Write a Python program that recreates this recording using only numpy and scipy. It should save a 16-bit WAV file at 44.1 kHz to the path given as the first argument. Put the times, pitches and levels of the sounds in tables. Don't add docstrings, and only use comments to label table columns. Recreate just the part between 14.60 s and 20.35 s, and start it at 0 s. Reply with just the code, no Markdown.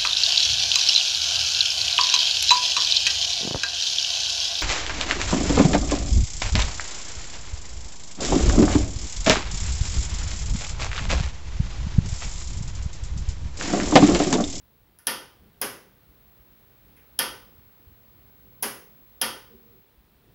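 import sys
import numpy as np
from scipy import signal
from scipy.fft import rfft, irfft, next_fast_len
from scipy.io import wavfile

SR = 44100
rng = np.random.default_rng(int(sys.argv[2]) if len(sys.argv) > 2 else 0)


def transcribe(u):
    v = np.clip(np.atleast_2d(u).T, -1, 1)
    q = np.round(v * 32767).astype(np.int16)
    wavfile.write(sys.argv[1], SR, q)


N = 253520

WAYS = ("forward", "back")
# snap_s, bright_snap_db, case_knock_db, bench_boom_db, slip_lead_s, slip_db,
# bounce_gap_s, first_bounce_db, direction
STEPS = [(0.47, -13, -20.5, -34, 0.0022, -34.5, .0005, -13, "forward"),
         (1.0152, -20.5, -23.5, -34, .0020, -35, .0006, -21, "back"),
         (2.5906, -12, -19, -37, 0.0022, -27, .0006, -15, "forward"),
         (4.0274, -19, -24, -28, .0032, -24, 0.001094, -17.5, "back"),
         (4.6152, -12.5, -19.5, -29, .0022, -23.5, .0025, -18, "forward")]
# start_s, bright_snap_db, case_knock_db, knock_pitch_hz, direction
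TICKS = [(0.3877, -42, -50, 1454, "forward"), (2.366, -56, -49.5, 2300, "back")]
# pitch_hz, forward_db, back_db, fade60_s
SNAP_RINGS = [(820, -5.5, -1.5, 0.01), (3190, 0.5, -12, 0.012), (5220, 1, -5, 0.0053),
              (10336, 1, 3, 0.0082), (10760, 1.5, 3, 0.0043), (11276, -3, -0.5, 0.018),
              (13150, -6.5, -2, 0.0049), (15000, -9, 0.5, 0.0074), (16300, -10, -9.5, .004)]
# pitch_hz, forward_db, back_db, fade60_s
CASE_RINGS = [(268.7, -23, -22, 0.35), (411.4, -26, -16, 0.45), (515.6, -19, -17, .5),
              (547.5, -26.5, -24.5, 0.45), (743, -22, -19.5, 0.35), (807.5, -20, -17.5, .3),
              (967, -14, -13.5, 0.22), (1007, -18, -27, 0.27), (1214, -17.5, -20.5, 0.33),
              (1514, -18, -21, .45), (1580, -25, -19.5, .27), (1745, -19.5, -30, 0.26),
              (1817, -16, -23.5, 0.25), (1965, -27.5, -19, .4), (2476, -28.5, -27, .3),
              (2990, -22.5, -16, 0.3), (3203, -21.5, -23.5, .35), (3230, -19, -30, 0.33),
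              (4577, -24, -23.5, .25), (5100, -22, -22, 0.3)]
# delay_s, level_db
ECHOES = [(.0042, -8.5), (.0080, -20.5), (0.011, -23)]
# pitch_hz, fade60_s
ROOM_FADE = [(120, 0.45), (320, 0.53), (840, 0.48), (2210, 0.43), (5820, 0.41), (15400, 0.3)]
# below_split_db, above_split_db
TAIL_DB = [(-5.5, -7), (-4, -5)]
# pitch_hz, forward_db_per_hz, back_db_per_hz
TAIL_BODY = [(69, -37.5, -45.5), (115, -7, -5.5), (221, -18.5, -9.5), (315, -7.5, -5), (534, -7.5, -4),
             (691, -14, -12.5), (960, -2.5, -7), (1105, -14, -7), (1155, -5, -5.5), (1520, -5.5, -7.5),
             (1660, -15, -5.5), (1750, -6, -9), (2230, -11, -7), (2496, -11, -12), (2713, -9, -9),
             (3250, -4.5, -12), (3460, -10, -14), (3760, -14, -17)]
# pitch_hz, forward_db_per_hz, back_db_per_hz
TAIL_TREBLE = [(3970, -19.5, -18.5), (4525, -13, -16), (4967, -11.5, -14), (6520, -24.5, -19.5),
               (8000, -38.5, -29.5), (8880, -21.5, -21), (10530, -12.5, -7.5), (11520, -15, -10.5),
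               (12800, -25, -16), (14000, -24, -18), (15600, -26.5, -21.5)]
# start_s, strength_db, pitch_hz
THUMPS = [(1.484, -34.5, 52), (1.79, -36.5, 57.6), (3.265, -26.5, 75), (3.307, -32, 73.5),
          (4.941, -37, 54.7), (5.369, -34, 54.8)]
# pitch_hz, width_hz, level_db
RUB_RESONANCES = [(226.3, 50, -1), (378, 30, 2), (472, 30, 0)]
# time_s, rms_db
WHISTLE_LEVEL = [(0, -68), (.2, -64), (.35, -74), (.7, -69.5), (.95, -68), (1.3, -66), (1.7, -57.5),
                 (2.2, -60), (2.8, -55.5), (3.45, -57), (4.1, -53.5), (5.0, -56), (5.2, -57), (5.3, -66),
                 (5.45, -78), (5.55, -71), (5.67, -79.5), (5.75, -63.5)]
# time_s, rumble_db, hiss_db
BACKGROUND = [(0, -65, -66.5), (.4, -64.5, -66.5), (.85, -58, -63.5), (1.4, -61, -63.5), (2.55, -60, -62),
              (2.95, -58, -62), (3.2, -61.5, -62.5), (4.35, -59.5, -63), (5.1, -61.5, -63),
              (5.42, -64.5, -66), (5.75, -60, -64)]
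# pitch_hz, level_db_per_hz
RUMBLE = [(12, -45.5), (22, -24.5), (37, -8), (57, -0.5), (88, -8), (120, -5), (150, -9), (206, -9.5),
          (238, -12.5), (500, -18.5), (650, -46.5), (1100, -120)]
# pitch_hz, level_db_per_hz
HISS = [(180, -32), (300, -13.5), (365, -8.5), (766, -9), (889, -10), (1630, -13.5), (3970, -17.5),
        (7060, -28.5), (13200, -21), (14600, -24), (15300, -7)]
# rate_hz, level_db_per_hz
LUMPS = [(1, 0), (5, 0), (15, -30), (200, -120)]

SPLIT_HZ = 6460
SWITCH_LOW_HZ = 70
SLIP_TICKS, SLIP_RISE_DB = 6, 7
BOUNCES, BOUNCE_LOSS_DB = 3, 7
LIGHT_KNOCK_DB = -14.5
TICK_SHARPNESS = 2.2
CASE_RISE_S = 0.0042
BUILD_S, BUILD_CYCLES = 0.00063, 4.3
BOOM_HZ, BOOM_RISE_S, BOOM_FADE60_S = 225, .03, .22
THUMP_CYCLES = 4.7
RUB_START_S, RUB_DB, RUB_RISE_S, RUB_FADE60_S = 4.89, -54, .012, 1.2
WHISTLE_HZ = 15730
LUMP_DB = 1.5
NOISE_TOP_HZ = 15760
CUTOFF_HZ = 17150


def from_db(db):
    return 10 ** (np.asarray(db, float) / 20)


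def rms_one(x):
    return x / np.sqrt(np.mean(x ** 2) + 1e-20)


def in_time(rows):
    times, *columns = np.transpose(rows)
    return [np.interp(np.arange(N) / SR, times, column) for column in columns]


def at_hz(points, hz, column=1):
    table = np.array(points)
    return np.interp(np.log(hz + 1), np.log(table[:, 0]), table[:, column])


def coloured(spectrum, size, column=1):
    hz = np.fft.rfftfreq(size, 1 / SR)
    gain = from_db(at_hz(spectrum, hz, column)) * (hz < NOISE_TOP_HZ)
    white = rfft(rng.standard_normal(size))
    return rms_one(irfft(white * gain, size))


def clicks(times, level_db):
    out = np.zeros(N)
    places = np.round(np.asarray(times) * SR).astype(int)
    np.add.at(out, places, from_db(level_db))
    return out


def switch(way):
    t = np.arange(32768) / SR
    response = add_echoes(rings(SNAP_RINGS, way, t))
    response += rings(CASE_RINGS, way, t) * (1 - np.exp(-t / CASE_RISE_S))
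    tail = room_tail(way, t)
    steps = np.transpose([row[:-1] for row in STEPS if row[-1] == WAYS[way]])
    tick_snaps, tick_knocks = knob_ticks(way)
    snaps = clicks(steps[0], steps[1]) + tick_snaps
    knocks = clicks(steps[0], steps[2]) + tick_knocks
    light = clicks(*light_contacts(steps))

    low_tail_db, high_tail_db = TAIL_DB[way]
    out = 0
    for side, hits, light_db, tail_db in (("low", knocks, LIGHT_KNOCK_DB, low_tail_db),
                                          ("high", snaps, 0, high_tail_db)):
        near = signal.fftconvolve(hits + from_db(light_db) * light, response)
        room = signal.fftconvolve(hits, from_db(tail_db) * tail)
        split = signal.butter(4, SPLIT_HZ, side, fs=SR, output="sos")
        out = out + signal.sosfilt(split, (near + room)[:N] + 1e-18)
    low_cut = signal.butter(2, SWITCH_LOW_HZ, "high", fs=SR, output="sos")
    return signal.sosfilt(low_cut, out)


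def light_contacts(steps):
    snap_s, _, _, _, lead_s, slip_db, gap_s, bounce_db = steps[:, :, None]
    before = (np.arange(SLIP_TICKS) + rng.random((len(snap_s), SLIP_TICKS))) / SLIP_TICKS
    after = np.arange(BOUNCES)
    times = np.hstack([snap_s - lead_s * before, snap_s + gap_s * (after + 1)])
    levels = np.hstack([slip_db - SLIP_RISE_DB * before, bounce_db - BOUNCE_LOSS_DB * after])
    return times.ravel(), levels.ravel()


def knob_ticks(way):
    snaps, knocks = np.zeros(N), np.zeros(N)
    for start_s, snap_db, knock_db, hz, direction in TICKS:
        if direction == WAYS[way]:
            snaps += clicks([start_s], snap_db)
            resonance = signal.iirpeak(hz, TICK_SHARPNESS, SR)
            knocks += signal.lfilter(*resonance, clicks([start_s], knock_db) + 1e-18)
    return snaps, knocks


def rings(modes, way, t):
    out = 0
    for k, row in enumerate(modes):
        hz, level_db, fade60_s = row[0], row[1 + way], row[3]
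        fading = from_db(level_db - 60 * t / fade60_s)
        out = out + (-1) ** k * fading * np.sin(2 * np.pi * hz * t)
    return out


def add_echoes(snap):
    out = snap.copy()
    for delay_s, echo_db in ECHOES:
        lag = round(delay_s * SR)
        out[lag:] += from_db(echo_db) * snap[:-lag]
    return out


def room_tail(way, t):
    size = len(t)
    whole = rfft(coloured(TAIL_BODY + TAIL_TREBLE, size, 1 + way))
    hz = np.fft.rfftfreq(size, 1 / SR)
    edges = 40 * 2 ** (np.arange(28) / 3)
    out = 0
    for low, high in zip(edges, edges[1:]):
        band = irfft(whole * ((hz >= low) & (hz < high)), size)
        swell = 1 - np.exp(-t / (BUILD_S + BUILD_CYCLES / low))
        out = out + band * swell * from_db(-60 * t / at_hz(ROOM_FADE, low))
    return out


def boom():
    t = np.arange(SR // 2) / SR
    swell = 1 - np.exp(-(t / BOOM_RISE_S) ** 2)
    ring = swell * from_db(-60 * t / BOOM_FADE60_S) * np.sin(2 * np.pi * BOOM_HZ * t)
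    hits = clicks([row[0] for row in STEPS], [row[3] for row in STEPS])
    return signal.fftconvolve(hits, ring)[:N]


def thumps():
    out, t = np.zeros(N), np.arange(N) / SR
    for start_s, strength_db, hz in THUMPS:
        cycles = np.maximum(t - start_s, 0) * hz
        swell = 1 - np.exp(-cycles ** 2)
        fading = from_db(strength_db - 60 * cycles / THUMP_CYCLES)
        out += fading * swell * np.sin(2 * np.pi * cycles)
    return out


def soft_rub():
    noise, out = rng.standard_normal(N), 0
    for hz, width_hz, level_db in RUB_RESONANCES:
        peak = signal.iirpeak(hz, hz / width_hz, SR)
        out = out + from_db(level_db) * signal.lfilter(*peak, signal.lfilter(*peak, noise))
    age = np.maximum(np.arange(N) / SR - RUB_START_S, 0)
    swell = 1 - np.exp(-age / RUB_RISE_S)
    return from_db(RUB_DB - 60 * age / RUB_FADE60_S) * swell * rms_one(out)


def whistle():
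    level_db, = in_time(WHISTLE_LEVEL)
    tone = np.sin(2 * np.pi * WHISTLE_HZ * np.arange(N) / SR)
    return np.sqrt(2) * from_db(level_db) * tone


def background():
    rumble_db, hiss_db = in_time(BACKGROUND)
    size = next_fast_len(N)
    lumps = from_db(LUMP_DB * coloured(LUMPS, size))
    rumble = lumps * coloured(RUMBLE, size)
    hiss = coloured(HISS, size)
    return from_db(rumble_db) * rumble[:N] + from_db(hiss_db) * hiss[:N]


def scene():
    steps = sum(switch(way) for way in range(len(WAYS)))
    mono = steps + boom() + thumps() + soft_rub() + whistle() + background()
    return np.tile(mono, (2, 1))


def record(dry):
    top_cut = signal.cheby2(12, 70, CUTOFF_HZ, fs=SR, output="sos")
    return signal.sosfilt(top_cut, dry)


dry = scene()
out = record(dry)
transcribe(out)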